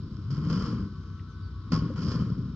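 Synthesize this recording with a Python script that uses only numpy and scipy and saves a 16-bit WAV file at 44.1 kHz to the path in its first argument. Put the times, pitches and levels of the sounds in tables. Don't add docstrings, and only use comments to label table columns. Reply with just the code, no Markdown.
import sys
import numpy as np
from scipy import signal
from scipy.fft import rfft, irfft
from scipy.io import wavfile
from scipy.ndimage import uniform_filter1d

SR = 44100
rng = np.random.default_rng(int(sys.argv[2]) if len(sys.argv) > 2 else 0)


def boost_factor(decibels):
    exponent = np.asarray(decibels, float) / 20
    return 10 ** exponent


def waveform_to_disk(signal):
    frames = np.transpose(np.atleast_2d(signal))
    scaled = np.clip(frames, -1, 1) * 32767
    samples = np.round(scaled).astype(np.int16)
    wavfile.write(sys.argv[1], SR, samples)


N = 112455
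T = np.arange(N) / SR
F = np.fft.rfftfreq(N, 1 / SR) + 1e-3
LANDING_S, SLAM_S = 1.73, 1.9

# t/s, deck load/dB, wheel scrape/dB, brightness/dB, stiffness of the deck underfoot/dB
ROLLING = [
    [(0, -33.5, -71.5, 14.5, -4.5), (.22, -48.5, -61.5, 5, 10.5), (.298, -43, -59, -6.5, -6.5),
     (.306, -34.5, -50, 11.5, -7), (.42, -31.5, -49, -4.5, 1.5), (.5, -30, -41.5, 3, -2.5),
     (.69, -33.5, -41, 3, 5), (.76, -31.5, -50, -3, -1), (.86, -38, -54.5, 1, 4.5)],
    [(1.86, -33, -48, -11.5, 4.5), (1.955, -41.5, -54, -2.5, 2.5), (1.964, -32.5, -44, -4.5, -2.5),
     (2.03, -30, -43.5, 8.5, 2), (2.12, -32, -42, 9, 7), (2.2, -31.5, -42.5, -6.5, -3),
     (2.3, -31, -52, -0.5, -1.5), (2.42, -36.5, -57.5, 1, 3), (2.55, -36, -58.5, -5, -5.5)],
]
# t/s, clack level/dB, boom level/dB
DECK_BLOWS = [(0.303, -50, -33), (0.3241, -53, -35.5), (0.3795, -65, -29.5), (0.469, -46, -28),
              (0.4984, -33.5, -27), (0.5276, -34, -30), (0.564, -55, -26), (0.5753, -45, -32),
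              (0.5955, -39.5, -34), (0.622, -39.5, -26), (0.663, -42, -29.5), (0.729, -51, -25.5),
              (0.795, -57, -28), (1.706, -52, -33.5), (1.7182, -32, -19.5), (1.7198, -29.5, -41.5),
              (1.73, -31.5, -16.5), (1.739, -32.5, -33), (1.7496, -34.5, -25), (1.761, -36, -35),
              (1.7737, -45, -21.5), (1.7890, -43, -30.5), (1.82, -50.5, -22.5), (1.8440, -64, -28),
              (1.9588, -45, -34), (1.9888, -43, -29.5), (2.0185, -43.5, -27), (2.025, -46.5, -40),
              (2.0641, -40, -31.5), (2.0817, -38, -40), (2.1161, -35, -29.5), (2.1504, -43.5, -22),
              (2.1906, -45, -27.5), (2.2190, -52.5, -24.5), (2.262, -56, -35), (2.3003, -48, -24.5),
              (2.3773, -52.5, -25), (2.4809, -57, -36)]
# f/Hz, level/dB, t60/s
DECK_MODES = [(73, -5, 0.074), (98.7, -5.5, 0.091), (114.1, 2, 0.2), (146, 1.5, 0.11), (170.6, -1, 0.092),
              (202.2, 0, 0.12), (236.4, -6, 0.13), (296.5, -10, 0.075), (414, -22, 0.045),
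              (503.5, -25.5, 0.17), (640, -36, 0.1)]
# t/s, firing f/Hz, level/dB (the level acts on the fan alone)
ENGINE_SPEED = [(0, 31.3, -5), (.75, 31.3, -2), (1.1, 31.35, 0), (1.45, 31.25, 0), (1.7, 30.95, 0),
                (2.55, 30.9, -3)]
# multiple of firing f, level/dB
ENGINE_ORDERS = [(2, -46), (3, -45), (4, -50), (5, -47.5), (6, -59.5), (7, -54), (8, -59), (9, -66.5),
                 (10, -60), (12, -63.5), (14, -71.5)]
# multiple of firing f, level/dB
FAN_LINES = [(36, -64.5), (42, -65.5), (48, -66)]
# line index, start t/s, end t/s, gain/dB
FAN_SWELLS = [(0, .76, .9, 4), (0, .94, 1.05, 4), (0, 1.54, 1.7, 6), (0, 1.45, 1.53, -10), (1, .86, 1.0, 3),
              (1, 1.14, 1.32, 5), (1, 1.4, 1.52, 3), (2, .8, .86, 4), (2, .88, .97, 3), (2, 1.0, 1.15, 3),
              (2, 1.22, 1.27, -10), (2, 1.28, 1.5, 5.5)]
# f/Hz, level per Hz/dB
AIR_SPECTRUM = [(12, -60.5), (20, -34.5), (48, -6), (102, 13), (129, -10.5), (166, -1.5), (277, -42),
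                (381, -23), (900, -49), (1170, -58), (1980, -120)]
# t/s, length/s, start f/Hz, end f/Hz, level/dB
BIRD_NOTES = [
    (1.0, .25, 6150, 6100, -81),
    (1.285, .075, 6300, 5800, -78),
    (1.42, .075, 4700, 4520, -69),
    (.08, .16, 7800, 7750, -98),
]
# t/s, f/Hz, level/dB
SPAN_HUM = [(0.202, 99.66, -47), (.27, 111.7, -36.5), (0.329, 146, -27), (.42, 149.5, -34.5),
            (0.488, 176.4, -32.5), (.56, 175.4, -32), (0.64, 164, -49.5)]
# f/Hz, width/Hz, level/dB
BOOT_TICK = [(1900, 350, -66), (2700, 1200, -69), (1600, 200, -72)]
# f/Hz, level/dB, t60/s
RAIL_MODES = [(1105, -33, 0.3), (1210, -57, 0.18), (1440, -57, 0.17)]
# f/Hz, level/dB, t60/s
SLAM_MODES = [(231, -30, 0.11), (344, -42, 0.098), (522, -31, 0.07)]
# f/Hz, width/Hz, level/dB, left-right level/dB, left lead/rad
CASE_MODES = [(1062, 121, 3.5, 3, 0.27), (1364, 159, 1.5, 7.5, 0.03), (1890, 1050, -12.5, -0.5, -1.48),
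              (3087, 160, -11, 8, -0.8), (3430, 250, -19, -16.5, -0.5), (4536, 1170, -14, -13.5, 2.5),
              (5116, 510, -9.5, -5.5, 1.96), (5640, 120, -12.5, -4.5, 1.4), (6516, 750, -23.5, -6.5, 4.5),
              (9400, 4100, -24.5, -1.5, 0.77)]


def unit(x):
    return x / np.sqrt(np.mean(x ** 2))


def ring(hz, width):
    return 1j * width * F / (hz ** 2 - F ** 2 + 1j * width * F)


def filt(x, response):
    return irfft(rfft(x) * response, N)


def walk(rate):
    return unit(filt(rng.standard_normal(N), 1 / (1 + (F / rate) ** 2)))


def grains(rate, spread_db):
    draw = rng.random((3, N))
    sign = (draw[0] < rate / SR) * np.sign(draw[1] - .5)
    return unit(sign * boost_factor(-spread_db * np.log(1 - draw[2])))


def control(column):
    up, down = np.array(ROLLING[0]), np.array(ROLLING[1])
    take_off = up[-1] + [0.01, -10, -6, 5, -0.5]
    descent = down[0] - [0.28, 25.0, 14.8, 9.8, 0.5]
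    rows = np.vstack([up, take_off, descent, down])
    return np.interp(T, rows[:, 0], rows[:, column])


def deck():
    body = sum((-1) ** k * boost_factor(db) * ring(hz, 2.52 / t60) for k, (hz, db, t60) in enumerate(DECK_MODES))
    bumps_per_s = 1500
    scale = np.std(filt(grains(bumps_per_s, 0), body))
    force = grains(bumps_per_s, 1.5) * boost_factor(control(column=1))
    soft = 1 / (1 + (F / 207) ** 4)
    force = filt(force, soft) + filt(force, 1 - soft) * boost_factor(control(column=4))
    push_s = 0.002384
    push = sum(boost_factor(db) * np.exp(-((T - s - push_s) / (0.35 * push_s)) ** 2) for s, _, db in DECK_BLOWS)
    thud = -boost_factor(12) * filt(push, ring(184, 87))
    return filt(force - boost_factor(-12.5) * push, body) / scale + thud


def top_sheet():
    scrape_db = control(column=2)
    sheet = unit(filt(rng.standard_normal(N), ring(476, 123) ** 2))
    drive = boost_factor(scrape_db + 0.16 * (scrape_db + 46.5)) + boost_factor(-3) * clack_shape()
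    return boost_factor(-12) * drive * sheet


def keen_band():
    return np.abs(ring(5150, 3200)) ** 2


def grit():
    crunch = grains(6000, 2.5) * boost_factor(control(column=2) + 1.6 * walk(26))
    keen = keen_band()
    return filt(crunch, 1 - keen) + filt(crunch, keen) * boost_factor(control(column=3))


def echo(x):
    tail = rng.standard_normal(N) * boost_factor(-60 * T / 0.57) * (T > .012)
    dull = 1 + 1j * F / 4020
    return boost_factor(-7) * filt(x, rfft(tail / np.sqrt(np.sum(tail ** 2))) / dull)


def air():
    hz, db = np.array(AIR_SPECTRUM).T
    x = filt(rng.standard_normal(N), boost_factor(np.interp(np.log(F), np.log(hz), db)))
    return boost_factor(-43 + 0.51 * walk(1.4)) * unit(x)


def leaves():
    both = rng.standard_normal(N) + 1.6 * rng.standard_normal((2, N))
    return boost_factor(-70 + 1.2 * walk(6.8)) * unit(filt(both, ring(3810, 1000) ** 2))


def engine(orders, waver_db, rate, follow):
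    s, hz, level_db = np.array(ENGINE_SPEED).T
    turns = np.cumsum(np.interp(T, s, hz) * (1 + .0012 * walk(4))) / SR
    out = 0
    for k, db in orders:
        level = boost_factor(db + 1.5 + waver_db * walk(rate))
        out = out + level * np.sin(2 * np.pi * (k * turns + rng.random()))
    return boost_factor(follow * np.interp(T, s, level_db)) * out


def fan():
    out = 0
    for k, line in enumerate(FAN_LINES):
        swell_db = sum(db * ((T > start) & (T < end)) for which, start, end, db in FAN_SWELLS if which == k)
        swell = boost_factor(uniform_filter1d(1. * swell_db, size=900))
        out = out + swell * engine([line], 1.8, 12, 1)
    return out


def bird():
    out = 0
    for s, length, hz0, hz1, db in BIRD_NOTES:
        u = np.clip((T - s) / length, 0, 1)
        hz = hz0 + (hz1 - hz0) * u + 25 * walk(40)
        level = boost_factor(db + 1 + 1.2 * walk(30)) * np.sin(np.pi * u) ** .4
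        out = out + level * np.sin(2 * np.pi * np.cumsum(hz) / SR)
    return out


def span_hum():
    s, hz, db = np.array(SPAN_HUM).T
    turns = np.cumsum(np.interp(T, s, hz) * (1 + .07 * walk(25))) / SR
    hum = boost_factor(np.interp(T, s, db) + 4.0 + 3.0 * walk(26)) * np.sin(2 * np.pi * turns)
    fade = np.clip(np.minimum(T - s[0], s[-1] - T) / .03 + 1, 0, 1)
    return hum * fade ** 2


def clack_shape():
    out = 0
    for s, db, _ in DECK_BLOWS:
        age = np.clip(T - s, 0, 1)
        decay = boost_factor(-60 * age / 0.087) + boost_factor(4.5 - 60 * age / 0.021)
        out = out + boost_factor(db) * decay * np.clip(age / 0.0013, 0, 1)
    return out


def clacks():
    clack = boost_factor(-6.5) * clack_shape() * rng.standard_normal(N)
    keen = keen_band()
    landing = np.abs(T - SLAM_S) < .11
    frames = boost_factor(-1) * filt(clack * landing, ring(2770, 3000) ** 2)
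    return filt(clack, 1 - keen) + boost_factor(5.5) * filt(clack, keen) + frames


def tick():
    age = np.clip(T - 1.192, 0, 1)
    knock = sum(boost_factor(db) * unit(filt(rng.standard_normal(N), ring(hz, w) ** 2)) for hz, w, db in BOOT_TICK)
    return knock * boost_factor(9 - 60 * age / .06) * np.clip(age / .003, 0, 1)


def rail():
    age = np.clip(T - LANDING_S, 0, 1)
    out = 0
    for hz, db, t60 in RAIL_MODES:
        out = out + boost_factor(db - 3.0 - 60 * age / t60 + 2. * walk(40)) * np.sin(2 * np.pi * hz * age)
    return out * np.clip(age / 0.035, 0, 1)


def slam():
    age = np.clip(T - SLAM_S, 0, 1)
    out = sum(boost_factor(db - 60 * age / t60) * np.sin(2 * np.pi * hz * age) for hz, db, t60 in SLAM_MODES)
    return out * np.clip(age / 0.0045, 0, 1)


def ports(x, side):
    case = sum((-1) ** k * boost_factor(db + side * pan / 2) * ring(hz, w) * np.exp(.5j * side * lead)
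               for k, (hz, w, db, pan, lead) in enumerate(CASE_MODES))
    edges = ring(1277, 3030) ** 2 * (1 + (F / 3000) ** 2) / (1 + (F / 7790) ** 30.0)
    sheen = ring(9160, 330) ** 2 + boost_factor(-21.5) * ring(11500, 5000) ** 2
    return boost_factor(9.0) * filt(x, case * edges + boost_factor(-43.5 + side * 4.5) * sheen)


def scene():
    boom = deck() + top_sheet()
    scrape = grit() + clacks()
    bass = boom + boost_factor(-4) * echo(boom) + span_hum() + slam() + air() + engine(ENGINE_ORDERS, 3.0, 13, 0)
    bass_level = np.sqrt(uniform_filter1d(bass ** 2, size=2000))
    loose_bass = boost_factor(-28.5) * unit(filt(rng.standard_normal(N), ring(160, 330) ** 2)) * bass_level
    hiss = boost_factor(-58 + 0.32 * walk(2)) * rng.standard_normal((3, N))
    tail = echo(scrape)
    scrape_level = np.sqrt(uniform_filter1d(scrape ** 2, size=200) + 1e-18)
    tones = fan() + tick() + rail()
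    song = bird()
    out = []
    for side in (1, -1):
        lag = np.exp(-1j * np.pi * F * side * .000052)
        low = filt(bass + side * loose_bass, boost_factor(side * 1.8 / 2) * lag)
        loose = hiss[side] + 1.7 * echo(scrape) + scrape_level * unit(hiss[side])
        high = scrape + tail + hiss[0] + .55 * filt(loose, F / (F + 2500))
        pure = boost_factor(side * 4 / 2) * tones + boost_factor(-side * 7.3) * song
        out.append(low + ports(high, side) + pure)
    return np.array(out) + leaves()


def top_cut(x):
    return signal.sosfilt(signal.butter(12, 15500, fs=SR, output="sos"), x)


def record(dry):
    return top_cut(dry)


dry = scene()
out = record(dry)
waveform_to_disk(out)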